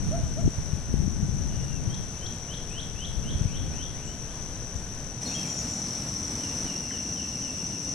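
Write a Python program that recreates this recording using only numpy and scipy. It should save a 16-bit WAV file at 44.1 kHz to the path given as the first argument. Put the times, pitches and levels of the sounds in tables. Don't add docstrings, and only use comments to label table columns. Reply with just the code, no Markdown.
import sys
import numpy as np
from scipy import signal
from scipy.fft import rfft, irfft
from scipy.io import wavfile

SR = 44100
rng = np.random.default_rng(int(sys.argv[2]) if len(sys.argv) > 2 else 0)


def ratio_of_db(decibels):
    return 10 ** (np.asarray(decibels, float) / 20)


def transcribe(u):
    v = np.clip(np.atleast_2d(u).T, -1, 1)
    q = np.round(v * 32767).astype(np.int16)
    wavfile.write(sys.argv[1], SR, q)


N = 350154


def in_time(rows):
    s, *columns = np.transpose(rows)
    return [np.interp(np.arange(N) / SR, s, column) for column in columns]


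def drift(rate_hz):
    r = np.exp(-40 * np.pi * rate_hz / SR)
    coarse = rng.standard_normal(N // 20 + 4002)
    slow = signal.lfilter([1], [1, -2 * r, r * r], coarse)[4000:]
    return np.interp(np.arange(N) / 20, np.arange(len(slow)), slow / slow.std())


def pan(x, left_db):
    return x * ratio_of_db(np.array([left_db / 2, -left_db / 2]).reshape(2, -1))


def at_spot(first, second):
    change_s = 5.212
    share = np.clip((np.arange(N) / SR - change_s) / .012 + .5, 0, 1)
    return first * (1 - share) + second * share


def stereo_colour(shared, own, gain, alike, left_db, lead):
    side = np.array([[1], [-1]])
    turn = np.exp(1j * np.pi * np.arange(N // 2 + 1) / N * lead * side)
    alike = np.clip(alike, 0, 1)
    mix = np.sqrt(alike) * rfft(shared) * turn + np.sqrt(1 - alike) * rfft(own)
    return irfft(pan(mix * gain, left_db), N)


def bed(table, lead):
    hz, *columns = np.transpose(table)
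    bins = np.log(np.arange(N // 2 + 1) * SR / N + 1)
    level_db, alike, left_db = [np.interp(bins, np.log(hz), column) for column in columns]
    white = rng.standard_normal((3, N))
    return stereo_colour(white[0], white[1:], ratio_of_db(level_db) * np.sqrt(SR / 2), alike, left_db, lead)


# freq_hz, level_db_per_hz, alike_0_1, left_right_db
FIRST_BED = [(30, -62, 0.7, 14), (70, -61, 0.79, 1), (150, -61, 0.97, -0.5), (300, -72, 1, 1),
             (633, -76.5, 0.93, 0), (1290, -84, 0.77, 1.5), (1500, -81.5, 0.57, -5),
             (2100, -86.5, 0.57, 0.5), (3180, -86.5, 0.58, 0), (4580, -89.5, 0.32, 1.5), (7700, -92, 0, 6),
             (8300, -92.5, 0.4, 11), (9200, -91.5, 0, -3), (12100, -97.5, 0, 3.5)]
# freq_hz, level_db_per_hz, alike_0_1, left_right_db
SECOND_BED = [(29.8, -73, 0.94, 1), (70, -62, 0.98, 0.91), (194, -60.5, 0.99, 0.66),
              (276, -63.5, 0.98, 0.77), (384, -73, 0.95, 1), (590, -74, 0.94, 1), (1150, -81.5, 0.75, 1.2),
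              (2100, -83.5, 0.58, 1.1), (4380, -86.5, 0.43, 1), (7300, -87.5, 0.26, 4.1),
              (8200, -81, 0.34, 4), (8770, -89, 0.49, 3), (8600, -89, 0.18, 2), (11900, -92.5, 0.33, 1)]
# time_s, level_db
BREEZE_SWELL = [(0, 0.5), (1.3, -1), (1.55, 0.5), (1.8, 0), (5.2, 0), (5.22, 2.5), (5.8, 1), (6.1, 1),
                (6.35, 2), (6.65, 2), (6.9, -1), (7.94, -1.5)]


def moving_air():
    air = at_spot(bed(FIRST_BED, lead=1.7), bed(SECOND_BED, lead=.4))
    swell_db, = in_time(BREEZE_SWELL)
    moan = signal.lfilter(*signal.butter(1, [220, 400], "band", fs=SR), air)
    air = air + (ratio_of_db(-0.34 * swell_db) - 1) * moan
    return air * ratio_of_db(swell_db + .45 * drift(4.8))


# time_s, level_db, left_right_db
PORT_RUMBLE = [(0, -32, 12), (.09, -27.5, -10), (.33, -35, 9), (.48, -23, 12.5), (.53, -51, 0),
               (.59, -33, -11), (.67, -38.5, 17), (.85, -37, 0), (.93, -29.5, 9), (1.5, -30.5, 8.5),
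               (1.66, -36.5, 11), (1.92, -31, 1.5), (2.4, -55, 6), (2.85, -50.5, 10), (3.3, -31.5, 5),
               (3.7, -35, 1.5), (4.35, -53, 7), (5.2, -62, 3)]


def wind():
    level_db, left_db = in_time(PORT_RUMBLE)
    flutter_db = -26 - 0.3 * (level_db + 42)
    lumps_db = 1.8 * np.array([drift(7.2) for side in range(2)])
    white = rng.standard_normal((2, N)) * ratio_of_db(lumps_db)
    low = signal.sosfilt(signal.butter(3, [18, 170], "band", fs=SR, output="sos"), white)
    high = signal.sosfilt(signal.butter(3, [150, 280], "band", fs=SR, output="sos"), white)
    rumble = low / low.std() + ratio_of_db(flutter_db) * high / high.std()
    return at_spot(pan(ratio_of_db(level_db + 2.0) * rumble, left_db), 0)


# centre_s, peak_db, swing_hz, length_cycles, left_right_db
PORT_EDDIES = [(.09, -26, 81, 1.1, -25), (0.236, -21.5, 80, 0.89, 20), (.425, -37, 140, 3.6, 15),
               (0.46, -16.5, 99, 1.2, -4), (0.478, -19, 205, 0.6, 30.5), (0.582, -25, 81, 1.2, -12),
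               (0.733, -21, 115.6, 1.1, 16), (0.941, -14, 79.5, 0.43, 16), (0.941, -24, 300, 1, 23),
               (0.993, -20, 60, 1.4, 8), (1.079, -19, 150, 0.7, 23), (1.23, -19.5, 80, 0.55, 20),
               (1.294, -21, 114, 0.75, 19), (1.425, -23.5, 79, 2.4, 16), (1.877, -19.5, 79.6, 0.87, 13),
               (3.178, -23, 60, 0.88, 16), (3.356, -18.5, 70, 1.06, -9), (3.414, -15, 90, 0.56, 17),
               (3.457, -14, 101, 0.66, 9), (3.621, -28, 80, 1.2, 18), (4.759, -25, 70, 0.62, 19),
               (6.65, -35.5, 35, 1.3, -20)]


def thumps():
    out = np.zeros((2, N))
    start_phase = rng.uniform(-1.0, 1, (len(PORT_EDDIES), 1))
    for (s, level_db, hz, cycles, left_db), turn in zip(PORT_EDDIES, start_phase):
        t = np.arange(-.05, .05, 1 / SR) * hz
        puff = np.cos(2 * np.pi * t * (1 + .05 * t) + turn) * np.exp(-(2 * t / cycles) ** 2)
        out[:, round((s - .05) * SR):][:, :len(t)] += pan(ratio_of_db(level_db) * puff, left_db)
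    return signal.sosfilt(signal.butter(2, 40, "high", fs=SR, output="sos"), out)


def chorus(hz, spread_hz, alike, left_db, lead):
    throb_phase = 2 * np.pi * np.cumsum(45 + 3 * drift(2.07)) / SR
    throb = ratio_of_db(0.54 * drift(8.8) + 1.0 * np.sin(throb_phase))
    clicks = (rng.random((3, N)) < 9000 / SR) * rng.standard_normal((3, N)) * throb
    off = (np.arange(N // 2 + 1) * SR / N - hz) / spread_hz
    crowd = np.exp(-off ** 2 / 4)
    smaller_kind = ratio_of_db(-11) * np.exp(-((off - 1.9) / 0.46) ** 2)
    skirt = ratio_of_db(-14) / (1 + (off / 3) ** 2)
    song = stereo_colour(clicks[0], clicks[1:], crowd + smaller_kind + skirt, alike, left_db, lead)
    return song / song.mean(0).std()


def cricket(level_db, left_db, depth):
    stroke = 2 * np.pi * np.cumsum(30.5 + .4 * drift(1)) / SR
    hz = 7882 + 3 * drift(6) - 30 * np.sin(stroke - .6)
    tone = np.sin(2 * np.pi * np.cumsum(hz) / SR)
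    return pan(ratio_of_db(level_db + 0.85 * drift(25)) * (1 + depth * np.sin(stroke)) * tone, left_db)


# centre_hz, spread_hz, alike_0_1, left_right_db, left_lead_samples
CHORUS = [
    (5908, 178, 0.59, 11, 1.5),
    (5798, 172, 0.65, 4, 0.2),
]
# level_db, left_right_db, pulse_depth
CRICKET_SPOTS = [
    (-63.5, 11, .35),
    (-64, 6, .35),
]


def insects():
    crowds = [ratio_of_db(db + .2 * drift(1.0)) * chorus(*spot) for db, spot in zip((-43, -35), CHORUS)]
    return at_spot(*crowds) + at_spot(*[cricket(*spot) for spot in CRICKET_SPOTS])


def add(out, rows, warble_hz=0, overtone_db=-60):
    s, hz, level_db = np.transpose(rows)
    first = round(s[0] * SR)
    t = np.arange(first, min(round(s[-1] * SR), N)) / SR
    ends = np.clip(np.minimum(t - s[0], s[-1] - t) / .003, 0, 1)
    warble = 2 * np.pi * 140 * t + np.cumsum(rng.normal(0, 0.071, len(t)))
    phase = 2 * np.pi * np.cumsum(np.interp(t, s, hz) + warble_hz * np.sin(warble)) / SR
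    tone = np.sin(phase) + ratio_of_db(overtone_db) * np.sin(2 * phase)
    out[first:][:len(t)] += ends * ratio_of_db(np.interp(t, s, level_db) + 6.5) * tone


def coo(s, length, top_hz, level_db):
    return [(s, .8 * top_hz, level_db - 13),
            (s + 0.313 * length, .95 * top_hz, level_db),
            (s + 0.57 * length, top_hz, level_db - 10.5),
            (s + length, .87 * top_hz, level_db - 13)]


# start_s, length_s, top_hz, level_db
DOVE_COOS = [
    (.11, .108, 706, -33),
    (0.367, 0.072, 698, -36.5),
]


def dove():
    out = np.zeros(N)
    for row in DOVE_COOS:
        add(out, coo(*row), overtone_db=-22)
    return out


# start_s, length_s, start_hz, end_hz, level_db
HIGH_CHIPS = [(0.4, 0.0225, 6500, 7700, -58), (.61, .021, 6800, 6500, -66), (2.258, .014, 7800, 6900, -57),
              (2.337, .02, 7800, 7100, -59), (2.697, .008, 7200, 8600, -48), (4.42, 0.022, 6900, 6470, -61),
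              (4.752, 0.013, 6560, 8000, -51), (5.33, 0.047, 6630, 6700, -58),
              (5.585, .03, 6750, 6400, -47), (5.617, .01, 5300, 4500, -51), (5.865, .017, 5130, 3980, -52)]
# start_s, length_s, start_hz, end_hz,
# level_db
LOW_PIPES = [(2.14, .045, 2570, 2700, -65), (2.429, .03, 2020, 2550, -61), (3.941, .105, 1763, 2980, -62),
             (4.072, .069, 2860, 3150, -61), (4.19, .09, 2590, 2550, -68), (5.255, .021, 4200, 4370, -42.5),
             (5.273, .016, 3900, 3420, -50), (5.31, .036, 2500, 2900, -51), (5.346, .026, 3200, 3260, -42),
             (5.38, .019, 2550, 2780, -53), (5.432, .028, 2750, 2205, -51), (6.903, .014, 2300, 1370, -47)]
# start_s, length_s, pitch_hz, level_db, warble_hz
BIRD_BUZZES = [
    (.245, .06, 7520, -66, 150),
    (.42, 0.1, 7300, -65, 450),
    (4.043, 0.062, 7400, -60, 458),
    (5.265, 0.11, 6940, -54, 200),
    (5.463, .15, 7000, -52, 170),
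    (5.68, 0.14, 6980, -53, 250),
]


def small_birds():
    out = np.zeros(N)
    for s, length, start_hz, end_hz, level_db in HIGH_CHIPS + LOW_PIPES:
        add(out, [(s, start_hz, level_db), (s + length, end_hz, level_db - 2.0)], warble_hz=50)
    for s, length, hz, level_db, warble_hz in BIRD_BUZZES:
        add(out, [(s, hz + 50, level_db), (s + length, hz - 50, level_db - 0.5)], warble_hz)
    return out


# start_s, top_hz, slur_db, answer_db
SLUR_PHRASES = [
    (6.4, 3120, -52, -66),
    (6.655, 3080, -49, -55),
    (6.91, 3150, -50, -57),
    (7.158, 3200, -49, -55),
    (7.42, 3080, -50, -56),
    (7.695, 3020, -55, -60),
]


def falling_song():
    out = np.zeros(N)
    low_hz, fall_s, hold_s, sag_hz_per_s = 2730, .052, .05, 60
    for s, top_hz, slur_db, answer_db in SLUR_PHRASES:
        held_hz = low_hz - sag_hz_per_s * (s - 6.4)
        turn_s = s + fall_s
        add(out, [(s, top_hz, slur_db - 7.0),
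                  (s + .5 * fall_s, .55 * top_hz + .45 * held_hz + 30, slur_db),
                  (turn_s, held_hz + 50, slur_db - 1.5),
                  (turn_s + hold_s, held_hz, slur_db - 4.0)], warble_hz=45)
        answer_s = s + .162
        add(out, [(answer_s, 2850, answer_db), (answer_s + .05, low_hz - 40, answer_db + 4.0)], warble_hz=60)
    return out


def whip(s, length, start_hz, level_db, top_hz):
    bend_hz, end_hz = 3200, 3370
    return [(s - length, start_hz, level_db - 14.5),
            (s - .035, bend_hz - 0.025 / length * (bend_hz - start_hz), level_db - 5.0),
            (s - .01, bend_hz, level_db - 2.5),
            (s, end_hz, level_db + 4.5),
            (s + .008, top_hz, level_db - 8)]


def lead_in(s, length, hz, level_db):
    sag_hz, drop_hz, swell_db = 100, 300, 6.5
    return [(s, hz, level_db),
            (s + .75 * length, hz - sag_hz, level_db + 3),
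            (s + .9 * length, hz - .65 * drop_hz, level_db + swell_db),
            (s + length, hz - drop_hz, level_db + swell_db)]


# start_s, length_s, pitch_hz, level_db
OPENING_WHISTLE = (1.49, .302, 2915, -63)
# flick_s, length_s, start_hz, level_db, flick_top_hz
RISING_WHIPS = [
    (1.943, 0.05, 3130, -48.5, 5300),
    (2.264, .065, 2960, -46.5, 5250),
    (2.54, 0.058, 2750, -45, 4470),
    (2.8, 0.1, 2450, -44.5, 4400),
    (3.051, 0.095, 2550, -45, 4400),
    (3.303, 0.074, 2600, -48, 4230),
    (3.567, 0.12, 2100, -51, 4160),
    (3.831, 0.11, 2370, -52, 4050),
    (4.308, 0.039, 2700, -64, 3500),
]


def rising_song():
    to_boat, to_bank = np.zeros((2, N))
    turns_s, turn_db_per_s = 2.3, 4.5
    for s, length, start_hz, level_db, top_hz in RISING_WHIPS:
        echo_db = turn_db_per_s * max(s - turns_s, 0) - 3
        add(to_boat, whip(s, length, start_hz, level_db, top_hz))
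        add(to_bank, whip(s, length, start_hz, level_db + echo_db, top_hz))
    opening = lead_in(*OPENING_WHISTLE)
    add(to_boat, opening)
    add(to_bank, np.add(opening, [0, 0, -12]))
    return to_boat, to_bank


def tree_line(x, t60, slap_s, dull_hz):
    t = np.arange(round(.7 * SR)) / SR
    shape = ratio_of_db(-60 * t / t60) * np.clip(t / 0.002, 0, 1) + 0.13 * np.exp(-((t - slap_s) / 0.01) ** 2)
    tail = rng.standard_normal((3, len(t))) * shape
    tail = (tail[0] + 1.15 * tail[1:]) / np.sqrt((shape ** 2).sum())
    dull = signal.sosfilt(signal.butter(2, dull_hz, fs=SR, output="sos"), x)
    return signal.fftconvolve(dull[None], tail, axes=1)[:, :N]


def birds():
    rising, facing_bank = rising_song()
    falling, small, coos = falling_song(), small_birds(), dove()
    flicker = ratio_of_db(1.8 * drift(30))
    whistles = pan(flicker * (rising + ratio_of_db(-3.0) * falling), 2.6)
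    direct = whistles + pan(flicker * small, at_spot(8.5, 1.9)) + pan(coos, .6)
    to_near_bank = facing_bank + ratio_of_db(-2.5) * falling + ratio_of_db(-13) * coos
    near_bank = tree_line(to_near_bank, .7, slap_s=.045, dull_hz=3500)
    far_bank = tree_line(ratio_of_db(-2.0) * small, 0.6, slap_s=0.14, dull_hz=8000)
    return direct + near_bank + pan(far_bank, 3.0)


def scene():
    return moving_air() + wind() + thumps() + insects() + birds()


def low_pass(x):
    return signal.sosfilt(signal.butter(12, 12270, fs=SR, output="sos"), x)


def record(dry):
    rounded = .62 * np.tanh(dry / .62)
    cut = signal.sosfilt(signal.ellip(12, .5, 55, 11800, fs=SR, output="sos"), rounded)
    return low_pass(cut)


dry = scene()
out = record(dry)
transcribe(out)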